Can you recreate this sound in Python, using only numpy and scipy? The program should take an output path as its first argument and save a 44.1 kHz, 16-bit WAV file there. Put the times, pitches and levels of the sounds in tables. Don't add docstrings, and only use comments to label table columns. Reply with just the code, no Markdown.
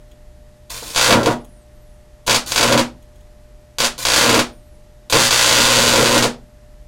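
import sys
import numpy as np
from scipy import signal
from scipy.fft import rfft, irfft
from scipy.io import wavfile

SR = 44100
rng = np.random.default_rng(int(sys.argv[2]) if len(sys.argv) > 2 else 0)


def wav_out(sig):
    wavfile.write(sys.argv[1], SR, np.round(np.clip(np.atleast_2d(sig).T, -1, 1) * 32767).astype(np.int16))


N = 302967

MAINS_HZ = 60.01
FIRST_STRIKE_S = .0033

# time in seconds, restrike level in dB, buzz level in dB.
ARC_LEVELS = [
    [(0.96, -16, -38.5), (1.05, -11.5, -27.5), (1.102, -13, -16), (1.126, -25, -13), (1.216, -30.5, -19.5),
     (1.242, -27, -27), (1.268, -35, -12), (1.336, -27.5, -21.5)],
    [(2.278, -17, -17.5), (2.372, -20, -28.5)],
    [(2.553, -22.5, -27), (2.685, -16, -17.5), (2.771, -25.5, -19), (2.795, -15, -19.5), (2.816, -35, -24)],
    [(3.795, -22.5, -25.5), (3.857, -15.5, -29), (3.872, -21, -41.5)],
    [(4.052, -18.5, -40), (4.2, -10.5, -28), (4.27, -14.5, -19.5), (4.405, -17, -18)],
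    [(5.122, -15, -20.5), (5.18, -12.5, -19), (5.276, -16, -42.5), (5.296, -27.5, -39), (5.312, -13.5, -49),
     (5.45, -13, -34), (5.528, -12.5, -23.5), (5.7, -13.5, -22.5), (5.8, -13, -25.5), (6.04, -15.5, -18.5),
     (6.08, -15, -15.5), (6.176, -13, -19.5), (6.212, -25.5, -19), (6.23, -12, -20), (6.272, -31, -17)],
]
ARC_THICKNESS = [0.18, 0.042, 0.17, 0.084, 0.16, 0.031]


def arc_levels():
    strike_db, buzz_db = in_time(ARC_LEVELS)
    spans = [[(rows[0][0], share), (rows[-1][0], share)]
             for rows, share in zip(ARC_LEVELS, ARC_THICKNESS)]
    thick, = in_time(spans)
    dulling_starts_db, dulling_per_db = -28, .025
    dull = thick + dulling_per_db * np.maximum(buzz_db - dulling_starts_db, 0)
    return strike_db, buzz_db, dull


# time in seconds, peak in dB before dulling and the room.
LOUD_CRACKS = [(0.7, -28), (0.948, -9), (0.961, 2.5), (0.977, 5), (1.107, 9), (1.126, 11.5), (1.232, -7),
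               (1.26, 2.5), (1.274, -2.5), (2.268, -18.5), (2.278, 3), (2.296, 5.5), (2.309, 7.5),
               (2.345, 5.5), (2.36, 2.5), (2.52, -1), (2.56, 4.5), (2.578, 7), (2.61, 5.5), (2.629, 9),
               (2.725, 7.5), (2.777, 5.5), (2.794, 3), (3.785, -4), (3.803, 4), (3.845, 2.5), (3.98, -19),
               (4.052, 3), (4.069, 1), (4.101, 1.5), (4.142, 2), (4.293, 8.5), (4.343, 8), (4.392, 8),
               (5.099, -12.5), (5.125, 7.5), (5.308, 5.5), (5.493, 4.5), (5.958, 5.5), (6.058, 5),
               (6.225, 4.5), (6.242, 2.5)]
# frequency in Hz, relative level in dB per Hz.
SPARK_SPECTRUM = [(40, -7.5), (100, -17), (300, -12.5), (550, -9.5), (1200, -6), (2200, -5.5), (4500, -6.5),
                  (7000, -7.5), (10000, -14.5), (16000, -25.5)]


def loud_cracks(dull):
    struck = dulled(clicks(LOUD_CRACKS), dull, edge_hz=3740)
    return through(struck, through(pulse(SPARK_SPECTRUM), room()))


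# start in seconds, share of the breakdown energy in the first half-cycle, 0 to 1.
POLARITY_BALANCE = [(0, .05), (1.15, .5), (2.2, .06), (2.67, .35), (3.7, .6), (4.0, .95), (4.14, .06),
                    (5.1, .6), (5.31, .05), (5.55, .6), (5.9, .22)]


def restrikes():
    at = half_cycles(jitter_s=.0006)
    since, shares = np.transpose(POLARITY_BALANCE)
    first = shares[np.searchsorted(since, at / SR, side="right") - 1]
    share = np.where(np.arange(len(at)) % 2 == 0, first, 1 - first)
    distance_s = np.abs(at[:, None] / SR - np.array(LOUD_CRACKS)[:, 0]).min(axis=1)
    free = distance_s > .005
    uneven = from_db(1.8 * rng.standard_normal(len(at)))
    out = np.zeros(N)
    out[at] = free * np.sqrt(share) * uneven
    return out


def sizzle(per_s, pulsing):
    phase = 4 * np.pi * MAINS_HZ * (np.arange(N) / SR - FIRST_STRIKE_S - .002)
    chance = per_s / SR * (1 + np.clip(pulsing, 0, 1) * np.cos(phase))
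    born = rng.random(N) < chance
    sizes = born * from_db(4.2 * np.minimum(rng.exponential(1, N), 5))
    return (sizes - 0.5 * sizes.mean()) * from_db(2.0 * drift(30))


def puffs():
    out = 0.067 * rng.standard_normal(N) * from_db(4.05 * drift(23))
    at = half_cycles(jitter_s=.0003)
    polarity_db = -3.0 * (np.arange(len(at)) % 2)
    out[at] += from_db(polarity_db + 0.79 * rng.standard_normal(len(at)))
    return out


# frequency in Hz, relative level in dB per Hz.
BUZZ_SPECTRUM = [(25, -16), (60, -21), (120, -6), (240, 1.5), (500, 2), (1000, -4), (1800, -12.5),
                 (4000, -41)]


def buzz(buzz_db):
    return wandering(dulled(puffs(), .4, edge_hz=350), buzz_db, BUZZ_SPECTRUM)


# start in seconds, length in seconds, level in dB.
FIZZ_SPANS = [(0.697, 0.29, -30.5), (2.265, .012, -20.5), (2.461, 0.12, -26), (3.785, 0.013, -23.5),
              (3.979, .06, -28), (5.098, 0.02, -21)]
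# frequency in Hz, relative level in dB per Hz.
FIZZ_SPECTRUM = [(35, -25.5), (60, -19), (268, -3.5), (294, -8), (371, -16.5), (1060, -9.5), (2050, -12),
                 (6580, -8.5), (16000, -19)]


def fizz():
    fizz_db, = in_time([[(s, db), (s + length, db)] for s, length, db in FIZZ_SPANS])
    return played(sizzle(per_s=3200, pulsing=.3), fizz_db, through(pulse(FIZZ_SPECTRUM), room()))


# time in seconds, peak in dB before the room.
WIRE_POP = (.826, -26.5)


def wire_pop():
    return through(clicks([WIRE_POP]), through(pulse(BUZZ_SPECTRUM), room()))


# multiple of the mains rate, mean level in dB rms.
HUM_LINES = [(2, -55.5), (4, -72), (6, -69.5), (8, -75.5), (10, -53.5), (12, -71), (14, -72), (16, -84.5),
             (20, -89)]


def hum():
    t, out = np.arange(N) / SR, 0
    for multiple, db in HUM_LINES:
        level = np.sqrt(2) * from_db(db + 0.57 * drift(3))
        out = out + level * np.sin(2 * np.pi * (multiple * MAINS_HZ * t + rng.random()))
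    return out


# start in seconds, length in seconds, first frequency in Hz,
# last frequency in Hz, exponent of the glide, mean level in dB rms at mid-length.
FALLING_WHISTLES = [(1.39, 0.24, 10300, 8150, 3.2, -62.5), (1.46, .19, 8650, 7750, 2.6, -71),
                    (1.65, .2, 9800, 8500, 1.6, -76), (1.75, .27, 13100, 7700, 1.25, -69),
                    (4.46, .17, 9500, 8000, 2.6, -64), (4.55, .15, 10600, 7600, 1.05, -71),
                    (4.47, .15, 14200, 11900, 2.2, -72), (4.62, 0.13, 13200, 9400, 1.3, -69),
                    (4.73, .08, 10900, 9100, 1.05, -68)]


def whistles():
    out, flicker_db, wobble_hz = np.zeros(N), 2.1 * drift(40), 50 * drift(80)
    for s, length, first_hz, last_hz, bend, db in FALLING_WHISTLES:
        on = slice(round(s * SR), round((s + length) * SR))
        done = np.linspace(0, 1, on.stop - on.start)
        hz = first_hz + (last_hz - first_hz) * done ** bend + wobble_hz[on]
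        swell_db = -5 * (2 * done - 1) ** 2
        level = from_db(db + swell_db + flicker_db[on])
        out[on] += np.sqrt(2) * level * np.sin(2 * np.pi * np.cumsum(hz) / SR)
    return out


# time in seconds, strike level in dB on the first mode,
# brightness in dB added per further mode.
METAL_TICKS = [(.115, -52, -0.5), (1.447, -57, 3.5), (3.025, -59.5, 2), (3.158, -61.5, 2), (3.208, -60, 1)]
# frequency in Hz, time to fall by 60 dB in seconds.
METAL_MODES = [(3300, .006), (4000, .006), (6900, .006), (8400, .004), (11000, .003)]


def ticks():
    t, out = np.arange(SR // 10) / SR, 0
    grains = rng.standard_normal(len(t)) * (rng.random(len(t)) < .03)
    scrape = grains * from_db(-60 * t / .03)
    scrape[0] = 1
    for k, (hz, t60) in enumerate(METAL_MODES):
        struck = clicks([(s, db + k * tilt_db) for s, db, tilt_db in METAL_TICKS])
        ringing = np.sin(2 * np.pi * hz * t) * from_db(-60 * t / t60)
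        out = out + signal.oaconvolve(struck, ringing)[:N]
    out = through(out, scrape)
    return out + from_db(-8.5) * through(out, room())


# mean delay in milliseconds,
# level in dB relative to the direct sound.
EARLY_ECHOES = [(.31, -1), (1.97, -1.5), (2.19, -4), (2.83, -9), (3.38, -12), (3.97, -11), (8.8, -13),
                (10.63, -11)]
# frequency in Hz, time to fall by 60 dB in seconds.
TAIL_DECAY = [(100, 0.54), (260, 0.32), (700, 0.26), (1840, 0.19), (4850, 0.21), (12800, 0.14)]
# frequency in Hz, width in Hz, level in dB before a common gain.
ROOM_RESONANCES = [(120, 14, -3), (180, 16, -6), (241, 8, 2), (300, 16, -3), (335, 22, -1), (455, 27, -2),
                   (550, 30, 1), (633, 18, -2), (721, 20, -4), (860, 28, -2), (1040, 40, -1),
                   (1400, 45, -2), (1790, 40, -4), (2570, 40, -8), (2730, 40, -8), (3275, 90, -4),
                   (4640, 200, 0)]


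def room():
    t = np.arange(SR // 2) / SR
    tail, edges = 0, 44 * 2.0 ** np.arange(10)
    for low, high in zip(edges, np.minimum(edges[1:], .45 * SR)):
        octave = signal.butter(2, [low, high], "band", fs=SR, output="sos")
        band = signal.sosfilt(octave, rng.standard_normal(len(t)))
        tail = tail + band * from_db(-60 * t / at_hz(TAIL_DECAY, np.sqrt(low * high)))
    tail = signal.lfilter(*signal.butter(1, 340, "high", fs=SR), tail)
    tail = tail * np.clip(t / .005, 0, 1)
    response = from_db(4.5) * tail / np.sqrt(np.sum(tail ** 2))
    response[0] = 1
    for ms, db in EARLY_ECHOES:
        shifted_ms = ms + .015 * np.sqrt(ms) * rng.standard_normal()
        response[round(shifted_ms * SR / 1000)] += from_db(db)
    for k, (hz, width, db) in enumerate(ROOM_RESONANCES):
        ringing = np.sin(2 * np.pi * hz * t) * np.exp(-np.pi * width * t)
        response += (-1) ** k * from_db(db + 8.5) * 2 * np.pi * width / SR * ringing
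    return response


# frequency in Hz, relative level in dB per Hz.
ROOM_TONE_SPECTRUM = [(10, -26.5), (18, -3), (35, 3.5), (70, -4), (100, -18), (200, -17.5), (400, -26.5),
                      (800, -31), (1600, -35), (1890, -32.5), (2200, -37.5), (7000, -41.5), (13300, -46),
                      (14500, -77.5)]


def room_tone():
    shape = from_db(at_hz(ROOM_TONE_SPECTRUM, np.arange(N // 2 + 1) * SR / N))
    noise = irfft(rfft(rng.standard_normal(N)) * shape, N)
    return from_db(-43.5) * rms_one(noise)


def dulled(x, share, edge_hz):
    share = np.clip(share, 0, 1)
    soft = signal.sosfilt(signal.butter(2, edge_hz, fs=SR, output="sos"), x)
    return (1 - share) * x + share * soft


def wandering(source, level_db, spectrum):
    angle = np.pi / 4 * (1 + np.tanh(drift(3.8)))
    out = 0
    for share in (np.cos(angle), np.sin(angle)):
        spot_db = level_db + 20 * np.log10(share + 1e-6)
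        out = out + played(source, spot_db, through(pulse(spectrum), room()))
    return out


def played(source, level_db, response):
    reference = np.std(signal.fftconvolve(source[:2 * SR], response, "valid"))
    return through(source * from_db(level_db), response) / reference


def half_cycles(jitter_s):
    count = int(2 * MAINS_HZ * N / SR) - 2
    s = FIRST_STRIKE_S + np.arange(count) / (2 * MAINS_HZ)
    return np.clip((s + jitter_s * rng.standard_normal(len(s))) * SR, 0, N - 1).astype(int)


def clicks(rows):
    out = np.zeros(N)
    for s, db in rows:
        out[round(s * SR)] = from_db(db)
    return out


def pulse(spectrum, size=8192):
    log_gain = at_hz(spectrum, np.arange(size // 2 + 1) * SR / size) * np.log(10) / 20
    cepstrum = irfft(log_gain)
    cepstrum[1:size // 2] *= 2
    shape = irfft(np.exp(rfft(cepstrum[:size // 2 + 1], size)))
    return shape / shape.max()


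def through(x, response):
    return signal.fftconvolve(x, response)[:N]


def drift(rate):
    r = np.exp(-80 * np.pi * rate / SR)
    slow = signal.lfilter([1], [1, -2 * r, r * r], rng.standard_normal(N // 40 + 2002))[2000:]
    return np.interp(np.arange(N) / 40, np.arange(len(slow)), rms_one(slow))


def in_time(tables, silent=-120):
    t = np.arange(N) / SR
    out = np.full((len(tables[0][0]) - 1, N), float(silent))
    for rows in tables:
        s, *columns = np.transpose(rows)
        on = (t >= s[0]) & (t <= s[-1])
        out[:, on] = [np.interp(t[on], s, c) for c in columns]
    return out


def at_hz(points, hz):
    hz_points, values = np.transpose(points)
    return np.interp(np.log(hz + 1), np.log(hz_points), values)


def from_db(db):
    return 10 ** (np.asarray(db) / 20)


def rms_one(x):
    return x / np.sqrt(np.mean(x ** 2) + 1e-20)


def scene():
    strike_db, buzz_db, dull = arc_levels()
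    arc = wandering(dulled(restrikes(), dull, edge_hz=3480), strike_db, SPARK_SPECTRUM)
    arc += loud_cracks(dull)
    tiny_sparks = dulled(sizzle(per_s=2200, pulsing=.9), dull, edge_hz=3500)
    arc += wandering(tiny_sparks, strike_db - 9, SPARK_SPECTRUM)
    arc += fizz()
    arc += buzz(buzz_db)
    arc += wire_pop()
    return (ticks() - arc + hum() + whistles() + room_tone())[None]


def record(dry):
    limited = dry / (1 + (dry / .96) ** 6) ** (1 / 6)
    coupled = signal.lfilter(*signal.butter(1, 8, "high", fs=SR), limited)
    return signal.sosfilt(signal.ellip(10, .3, 70, 15900, fs=SR, output="sos"), coupled)


dry = scene()
out = record(dry)
wav_out(out)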